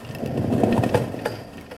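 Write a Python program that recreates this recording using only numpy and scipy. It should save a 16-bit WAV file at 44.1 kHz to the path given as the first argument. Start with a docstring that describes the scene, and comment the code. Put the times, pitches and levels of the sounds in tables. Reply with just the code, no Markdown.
"""A mechanic's creeper on the concrete floor of a small garage, heard from one microphone close by.
Over still air it is pushed off: hard casters rumble through the loaded deck and loose parts tick.
From 0.5 s it is at speed, crunching on grit and thumping over rough spots while the deck drones.
The steel frame clanks at 0.94 s and again at 1.26 s, when the thin caster steel buzzes on.
It coasts towards rest, bearings rattling, and a last faint clank comes at 1.72 s."""
import sys
import numpy as np
from scipy import signal
from scipy.io import wavfile

SR = 44100
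rng = np.random.default_rng(int(sys.argv[2]) if len(sys.argv) > 2 else 0)


def wav_record(signal):
    """Record a signal, one row per channel, as 16-bit PCM in the file named by sys.argv[1]."""
    frames = np.transpose(np.atleast_2d(signal))
    bounded = np.clip(frames, -1, 1)
    # unit amplitude maps onto the largest positive 16-bit level
    quanta = np.round(bounded * 32767).astype(np.int16)
    wavfile.write(sys.argv[1], SR, quanta)


N = 79380
TIME = np.arange(N) / SR
BUMPS_PER_S, CONTACT_RISE_S = 1100, 0.00095


def amp(db):
    """Decibels to gain."""
    return 10 ** (np.asarray(db) / 20)


def unit(x):
    """Scales to an energy of one."""
    return x / np.sqrt(np.sum(x ** 2) + 1e-20)


def at_hz(points, hz):
    """Reads a table on a log-frequency axis."""
    f, value = np.transpose(points)
    return np.interp(np.log(hz + 1), np.log(f), value)


def envelope(points):
    """Gain over time from a table of levels."""
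    return amp(np.interp(TIME, *np.transpose(points)))


def add(mix, at_s, sound):
    """Mixes a sound in at a time."""
    part = mix[max(round(at_s * SR), 0):][:len(sound)]
    part += sound[:len(part)]


def ring(force, colour, modes=(), size=8192):
    """Plays a force through a body: a causal filter of unit energy with broad colour and resonances."""
    hz = abs(np.fft.fftfreq(size, 1 / SR))
    db = at_hz(colour, hz) + sum(lift / (1 + (2 * (hz - f) / width) ** 2) for f, width, lift in modes)
    minimum_phase = np.exp(np.conj(signal.hilbert(np.log(amp(db)))))
    response = np.fft.ifft(minimum_phase).real[:size // 2]
    return signal.oaconvolve(force, unit(response))[:N]


def chime(force, modes):
    """Plays a force through freely dying modes of unit energy."""
    t = TIME[:SR // 4]
    tone = sum((-1) ** k * amp(db - 60 * t / t60) * np.sin(2 * np.pi * hz * t)
               for k, (hz, db, t60) in enumerate(modes))
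    return signal.oaconvolve(force, unit(tone))[:N]


def ping(hz, t60_s):
    """One dying mode, energy one."""
    t = TIME[:SR // 8]
    return unit(amp(-60 * t / t60_s) * np.sin(2 * np.pi * hz * t))


def grains(per_s, spread_db):
    """Random small impacts of uneven size, rms one."""
    size = amp(spread_db * np.minimum(rng.exponential(1, N), 4))
    sign = rng.choice([-1., 1.], N)
    struck = rng.random(N) < per_s / SR
    return unit(size * sign * struck) * np.sqrt(N)


def burst(decay_s, rise_s):
    """A swelling and dying spray of tiny contacts, energy one."""
    t = TIME[:SR // 8]
    return unit(rng.standard_normal(len(t)) * np.exp(-t / decay_s) * (1 - np.exp(-t / rise_s)) ** 2)


def blow(db):
    """A single impulse whose energy equals the given level held for 10 ms."""
    return np.array([amp(db) * np.sqrt(SR / 100)])


def wander(seconds):
    """Smooth random drift of rms one that changes over the given time."""
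    return signal.fftconvolve(rng.standard_normal(N), unit(np.hanning(int(2 * seconds * SR))), "same")


# room tone (frequency [Hz], level [dB])
AIR_COLOUR = [(20, 8.5), (90, 22), (300, 4.5), (1000, -28), (3000, -30), (7000, -54.5), (12000, -78),
              (16000, -60.5)]
def still_air():
    """The garage's still air, a low hush all round the microphone."""
    return amp(-50) * ring(rng.standard_normal(N), AIR_COLOUR)


# the room's decay; a negative time swells instead (frequency [Hz], t60 [s])
GARAGE_DECAY = [(100, 2.2), (500, .4), (2000, .4), (6000, 0.41), (14000, -0.27)]
def garage(direct):
    """The direct sound reaches the microphone first, then treble scattered by nearby metal."""
    hz, t, noise = signal.stft(rng.standard_normal(SR // 2), SR, nperseg=256)
    tail = signal.istft(noise * amp(-60 * t / at_hz(GARAGE_DECAY, hz)[:, None]), SR)[1]
    highpass = signal.butter(2, 1100, "high", fs=SR)
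    scatter = signal.lfilter(*highpass, burst(decay_s=0.0058, rise_s=0.00078))
    response = np.zeros(SR // 2)
    response[0] = 1
    add(response, .001, amp(-8) * scatter)
    add(response, .009, amp(-14) * unit(tail))  # nearly silent: it peaks past the response's end
    return signal.oaconvolve(direct, unit(response))[:N]


# rattle of the swivel bearings (time [s], level [dB])
BEARING_LEVEL = [(0, -53.5), (.1, -54.5), (.3, -49.5), (.6, -52.5), (.92, -51), (1.0, -44), (1.12, -53),
                 (1.245, -47), (1.27, -45), (1.35, -44), (1.42, -50), (1.49, -57), (1.76, -51.5)]
# bearing races (frequency [Hz], level [dB])
BEARING_COLOUR = [(300, -32.5), (800, 6), (1100, -4.5), (2000, 3.5), (3000, 2.5), (4000, -10), (5000, 1),
                  (6500, -12.5), (9000, -29.5), (11500, -12), (13500, -21.5), (16000, -27)]
# their resonances (frequency [Hz], width [Hz], lift [dB])
BEARING_MODES = [(880, 128, 10.1), (1361.4, 97, 14.2), (1738, 340, 5), (2450, 172, 3), (4660, 430, 3.93),
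                 (11470, 1000, 7.5)]
# thin caster steel (frequency [Hz], level [dB], t60 [s])
STEEL_MODES = [(4700, -2, .05), (4770, 0, .06), (4980, -3, .04)]
def swivels(per_s=3000, buzz_at_s=1.254, buzz_db=-44.5, buzz_decay_s=.11):
    """Bearing balls chatter in their races; after the second clank the thin caster steel buzzes on."""
    rattle = envelope(BEARING_LEVEL) * grains(per_s, spread_db=3)
    buzz = np.zeros(N)
    add(buzz, buzz_at_s, amp(buzz_db) * np.exp(-TIME / buzz_decay_s) * grains(per_s, spread_db=3))
    return ring(rattle, BEARING_COLOUR, BEARING_MODES) + chime(buzz, STEEL_MODES)


# ticks (time [s], level [dB], dulled above [Hz], decay [s], ping [dB], ping pitch [Hz], fork [dB])
CASTER_TICKS = [(0.048, -42.5, 4400, 0.00146, -44.5, 2810, -66), (.087, -43, 5540, 0.0032, -53, 2716, -52),
                (0.108, -41.5, 7100, 0.00294, -52, 2700, -55),
                (0.1492, -34.5, 13600, 0.00088, -39, 2660, -42),
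                (.185, -45, 13700, 0.00071, -48, 2730, -56), (.259, -37, 12300, .0018, -42.5, 2690, -55),
                (.2745, -44, 14700, 0.00112, -51.5, 2626, -51), (0.372, -44.5, 6000, .003, -42, 2710, -54),
                (0.7241, -28.5, 3360, .0035, -35, 2510, -33.5),
                (.835, -33.5, 6130, .0041, -35.5, 2550, -37), (0.89, -35, 6130, 0.00456, -39, 2650, -52),
                (.944, -30, 3000, 0.00602, -37.5, 2300, -37.5), (0.969, -38, 6150, .004, -47, 2560, -45),
                (1.007, -55, 3400, .003, -57, 2560, -52), (1.022, -52, 3370, 0.00264, -54, 2340, -54),
                (1.188, -40, 3320, .004, -45, 2507, -45), (1.2543, -39.5, 13500, .003, -41.5, 3036, -46),
                (1.533, -59, 12000, 0.0016, -54, 2800, -60), (1.571, -45.5, 13200, 0.0017, -63, 2700, -62),
                (1.576, -40, 3300, 0.0076, -51, 2500, -47),
                (1.61, -44.5, 14000, 0.0012, -48.5, 2200, -55.5),
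                (1.661, -49.5, 3870, .0042, -53, 2446, -56)]
# loose caster parts (frequency [Hz], level [dB])
TICK_COLOUR = [(300, 13.5), (1300, -8.5), (2000, -4.5), (3000, 1), (4000, -3), (5100, 1), (6500, -8.5),
               (9500, -5.5), (12000, -2.5), (14000, -9), (16000, 6)]
# their resonances (frequency [Hz], width [Hz], lift [dB])
TICK_MODES = [(2580, 430, 4.2), (5240, 540, 2), (12000, 850, 2.8)]
def ticks():
    """Loose parts click with a short buzz; each pings at its own pitch and rings the caster fork."""
    force, pings = np.zeros((2, N))
    for at, db, top_hz, decay_s, ping_db, ping_hz, fork_db in CASTER_TICKS:
        lowpass = signal.butter(4, top_hz, fs=SR)
        click = signal.lfilter(*lowpass, burst(decay_s, rise_s=0.7 * decay_s))
        add(force, at, blow(db) * unit(click))
        add(pings, at + decay_s / 2, blow(ping_db) * ping(ping_hz, t60_s=0.026))
        add(pings, at + decay_s / 2, blow(fork_db) * ping(hz=1837, t60_s=0.045))
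    return ring(force, TICK_COLOUR, TICK_MODES) + pings


# steady flexing of the deck (time [s], level [dB])
BOOM_LEVEL = [(0, -46), (.12, -35.5), (.25, -33.5), (.5, -29), (.7, -34), (.85, -32), (1.05, -35),
              (1.3, -39), (1.45, -45.5), (1.76, -57)]
# single heaves (time [s], level [dB])
DECK_HEAVES = [(0.095, -41), (0.231, -25), (0.325, -24.5), (0.39, -26), (0.478, -20), (0.54, -20),
               (.632, -20.5), (.787, -16), (0.947, -21), (1.009, -22.5), (1.277, -43), (1.506, -53)]
# the sagging deck (frequency [Hz], level [dB])
SAG_COLOUR = [(20, -23), (50, -26.5), (80, -6.5), (110, 0.5), (135, 2.5), (165, -5), (250, -28.5),
              (600, -72.5)]
# its resonance (frequency [Hz], width [Hz], lift [dB])
SAG_MODES = [(109, 40, 4.5)]
def deck_boom():
    """The deck flexes under its load with a low, uneven thud."""
    force = envelope(BOOM_LEVEL) * grains(BUMPS_PER_S, spread_db=4.5)
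    for at, db in DECK_HEAVES:
        add(force, at, blow(db))
    return ring(force, SAG_COLOUR, SAG_MODES)


# the deck's drone, loudest at speed (time [s], level [dB])
DRONE_LEVEL = [(0, -55.5), (.45, -35), (.53, -25.5), (.575, -28.5), (.61, -31), (.67, -29), (.74, -26.5),
               (.81, -33), (.9, -30.5), (1.05, -40), (1.6, -66)]
def deck_drone(mode_hz=234, waver=0.0549, waver_s=.014, uneven_db=2):
    """The deck's main mode, kept sounding by the wheels, wavers as the load shifts."""
    hz = mode_hz * (1 + waver * wander(waver_s))
    rms = envelope(DRONE_LEVEL) * amp(uneven_db * wander(waver_s))
    return rms * np.sqrt(2) * np.sin(2 * np.pi * np.cumsum(hz) / SR)


# clanks (time [s], level [dB], body pitch [Hz], first rebound [s], stiff modes [dB],
# scrape [dB], scrape decay [s], jangle [dB])
FRAME_CLANKS = [(0.9441, -16.5, 510, .0058, -22.5, -35, 0.011, -20.5),
                (1.2569, -23, 470, 0.00485, -23.5, -31.5, 0.00505, -21.5),
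                (1.7162, -38, 495, 0.005285, -44, -36, 0.0048, -36.5)]
# the steel frame (frequency [Hz], level [dB])
FRAME_COLOUR = [(60, -25), (200, -17), (480, 13.5), (800, 7), (1100, -4), (1700, -6), (3000, -25),
                (6000, -43), (11000, -25.5), (16000, -57)]
# its resonances (frequency [Hz], width [Hz], lift [dB])
FRAME_MODES = [(613, 64, 6.5), (882, 86, 10)]
# its stiff modes (frequency [Hz], level [dB], t60 [s])
STIFF_MODES = [(850, 6, 0.13), (1387, -5, 0.081), (1590, -2, 0.045), (1713, 3, 0.0764), (1790, -3, 0.018),
               (2470, -4, 0.027), (2995, -10, 0.027), (3340, -8.5, 0.0276), (3640, -12.5, 0.055),
               (4750, -10.5, 0.048)]
# a caster scraping round (frequency [Hz], level [dB])
SCRAPE_COLOUR = [(200, -11), (900, 0.5), (1800, 9.5), (3000, 1.5), (4000, -13), (4800, 0), (6500, -22),
                 (11000, -17.5), (16000, -24)]
# loose steel (frequency [Hz], level [dB])
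JANGLE_COLOUR = [(200, -2.5), (500, 33.5), (900, 6), (1500, 11.5), (2500, -31), (4000, -2), (6500, -6.5),
                 (9000, -4), (12000, -4), (16000, -30.5)]
# its resonances (frequency [Hz], width [Hz], lift [dB])
JANGLE_MODES = [(1490, 47, 4.2), (1900, 73, 7.7), (8400, 970, 4.34)]
def clanks():
    """A caster scrapes round, hits its stop, rebounds and chatters on the frame; loose steel jangles."""
    rebound_db, rebound_shrink, frame_lag_s = -3, 0.792, 0.001477
    chatter_db, chatter_s, jangle_s = -5, .007, 0.034
    scrape_lead_s, scrape_rise_s = .007, 0.0057
    body_width_hz, body_lift_db = 250, 10
    frame, stiff, scrape, jangle = np.zeros((4, N))
    for at, db, body_hz, gap_s, stiff_db, scrape_db, scrape_s, jangle_db in FRAME_CLANKS:
        hit, when = np.zeros(N), at + frame_lag_s
        for k in range(3):
            add(hit, when, -blow(db + k * rebound_db))
            when += gap_s * rebound_shrink ** k
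        add(hit, at - chatter_s / 2, blow(db + chatter_db) * burst(chatter_s, CONTACT_RISE_S))
        frame += ring(hit, FRAME_COLOUR, [(body_hz, body_width_hz, body_lift_db)] + FRAME_MODES)
        add(stiff, at, blow(stiff_db))
        add(stiff, at - scrape_lead_s, blow(stiff_db + chatter_db) * burst(chatter_s, scrape_rise_s))
        add(scrape, at - scrape_lead_s, blow(scrape_db) * burst(scrape_s, scrape_rise_s))
        add(jangle, at, blow(jangle_db) * unit(np.exp(-TIME / jangle_s)))
    jangle *= grains(per_s=830, spread_db=2)
    frame += chime(stiff, STIFF_MODES)
    return frame + ring(scrape, SCRAPE_COLOUR) + ring(jangle, JANGLE_COLOUR, JANGLE_MODES)


# the run across the floor (time [s], deck rumble [dB], wheel chatter [dB], grit hiss [dB])
ROLL_LEVELS = [(0, -44.5, -48, -45), (.08, -45, -42, -49.5), (.18, -37.5, -36, -52),
               (.25, -27.5, -37, -50.5), (.31, -34.5, -35, -54), (.39, -27, -34, -49.5),
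               (.47, -29.5, -31.5, -48.5), (.55, -24, -31.5, -45.5), (.66, -24, -25.5, -44),
               (.8, -24.5, -30.5, -42.5), (.9, -35, -30.5, -42), (1.01, -29.5, -29, -42.5),
               (1.1, -34.5, -36, -50), (1.22, -36, -36.5, -48), (1.34, -36.5, -35.5, -46.5),
               (1.45, -46.5, -44.5, -54), (1.56, -41.5, -44.5, -51), (1.66, -45.5, -47.5, -54.5),
               (1.76, -44.5, -48.5, -55)]
# rough spots (time [s], deck [dB], wheel [dB], wheel pitch [Hz], crunch [dB])
ROUGH_SPOTS = [(.100, -34, -73, 490, -60), (.234, -25, -32.5, 584.4, -62), (0.257, -30, -36, 505, -58),
               (0.3756, -22.5, -26, 480, -42.5), (.442, -24.5, -28, 654, -64),
               (.524, -18.5, -31.5, 520, -41.5), (0.536, -17.5, -30, 650, -40.5),
               (0.578, -21.5, -31, 510, -40.5), (0.6, -22.5, -28, 484, -41.5),
               (.634, -13, -15.5, 676, -34.5), (0.643, -28, -29.5, 417, -47),
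               (0.671, -23, -31.5, 666, -52.5), (0.72, -17.5, -34.5, 655, -44), (0.765, -30, -21, 660, -39),
               (.777, -17, -22.5, 916, -35), (.755, -39, -43, 658, -50), (.835, -26.5, -19, 689, -32.5),
               (0.8597, -20, -28.5, 526, -42.5), (.952, -21.5, -34, 512, -31.5), (.973, -31, -26, 540, -33),
               (1.016, -25, -29, 535, -49), (1.141, -27.5, -34.5, 558, -50)]
# the loaded deck (frequency [Hz], level [dB])
DECK_COLOUR = [(20, -33.5), (60, -47.5), (100, -7), (135, -5), (165, -4), (210, 2), (260, -1.5), (400, -3),
               (600, -19), (1200, -49), (4000, -69)]
# its resonances (frequency [Hz], width [Hz], lift [dB])
DECK_MODES = [(183, 33, 2.72), (235, 29, 3.35), (281.7, 36.8, 5.5), (358, 9.6, 4.5)]
# the hard wheels (frequency [Hz], level [dB])
WHEEL_COLOUR = [(60, -45), (250, -8.5), (420, 9), (680, 8.5), (800, 0), (1100, -29.5), (1600, -14.5),
                (3000, -28), (9000, -67)]
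# their resonances (frequency [Hz], width [Hz], lift [dB])
WHEEL_MODES = [(507.2, 33, 3), (674, 125, 2.09), (927.6, 130, 9.4)]
# grit on concrete (frequency [Hz], level [dB])
GRIT_COLOUR = [(200, -33), (1000, 14), (2100, 0), (3000, 3.5), (4000, -2.5), (5200, -6.5), (6300, -6.5),
               (8500, -4.5), (12000, -8.5), (15500, -15)]
# its resonances (frequency [Hz], width [Hz], lift [dB])
GRIT_MODES = [(1806, 200, 9.6), (2606, 123, 7), (4450, 180, 1)]
def rolling():
    """Down at the floor, rough concrete shakes deck and wheels, and patchy grit crunches underneath."""
    patchy_db, patch_s, crunch_s = 1.9, .011, 0.0062
    deck_lag_s, knock_rise_s, knock_decay_cycles = 0.0022, 0.00067, 4.8
    times, *levels = np.transpose(ROLL_LEVELS)
    deck, wheel, grit = (amp(np.interp(TIME, times, db)) for db in levels)
    deck *= grains(BUMPS_PER_S, spread_db=2)
    wheel *= grains(BUMPS_PER_S, spread_db=2)
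    grit *= grains(per_s=7000, spread_db=-5) * amp(patchy_db * wander(patch_s))
    knocks, t = np.zeros(N), TIME[:SR // 8]
    for at, deck_db, wheel_db, hz, crunch_db in ROUGH_SPOTS:
        add(deck, at + deck_lag_s, -blow(deck_db))
        shape = (1 - np.exp(-t / knock_rise_s)) * np.exp(-t * hz / knock_decay_cycles)
        add(knocks, at, blow(wheel_db) * unit(shape * np.sin(2 * np.pi * hz * t)))
        add(grit, at, blow(crunch_db) * burst(crunch_s, CONTACT_RISE_S))
    rumble = ring(deck, DECK_COLOUR, DECK_MODES) + ring(wheel, WHEEL_COLOUR, WHEEL_MODES)
    return knocks + rumble + ring(grit, GRIT_COLOUR, GRIT_MODES)


def scene():
    """The creeper at close range in the garage, over the still air, in mono."""
    creeper = rolling() + deck_boom() + deck_drone() + swivels() + clanks() + ticks()
    return (garage(creeper) + still_air())[None]


def record(dry):
    """The microphone's signal has a steep treble limit and stops short just before the end."""
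    stop_s, fade_s, edge_hz = 1.767, .002, 15800
    fade = np.clip((stop_s - TIME) / fade_s, 0, 1)
    lowpass = signal.firwin(511, edge_hz, window=("kaiser", 9), fs=SR)
    return signal.oaconvolve(dry * fade, lowpass[None], "same")


dry = scene()
out = record(dry)
wav_record(out)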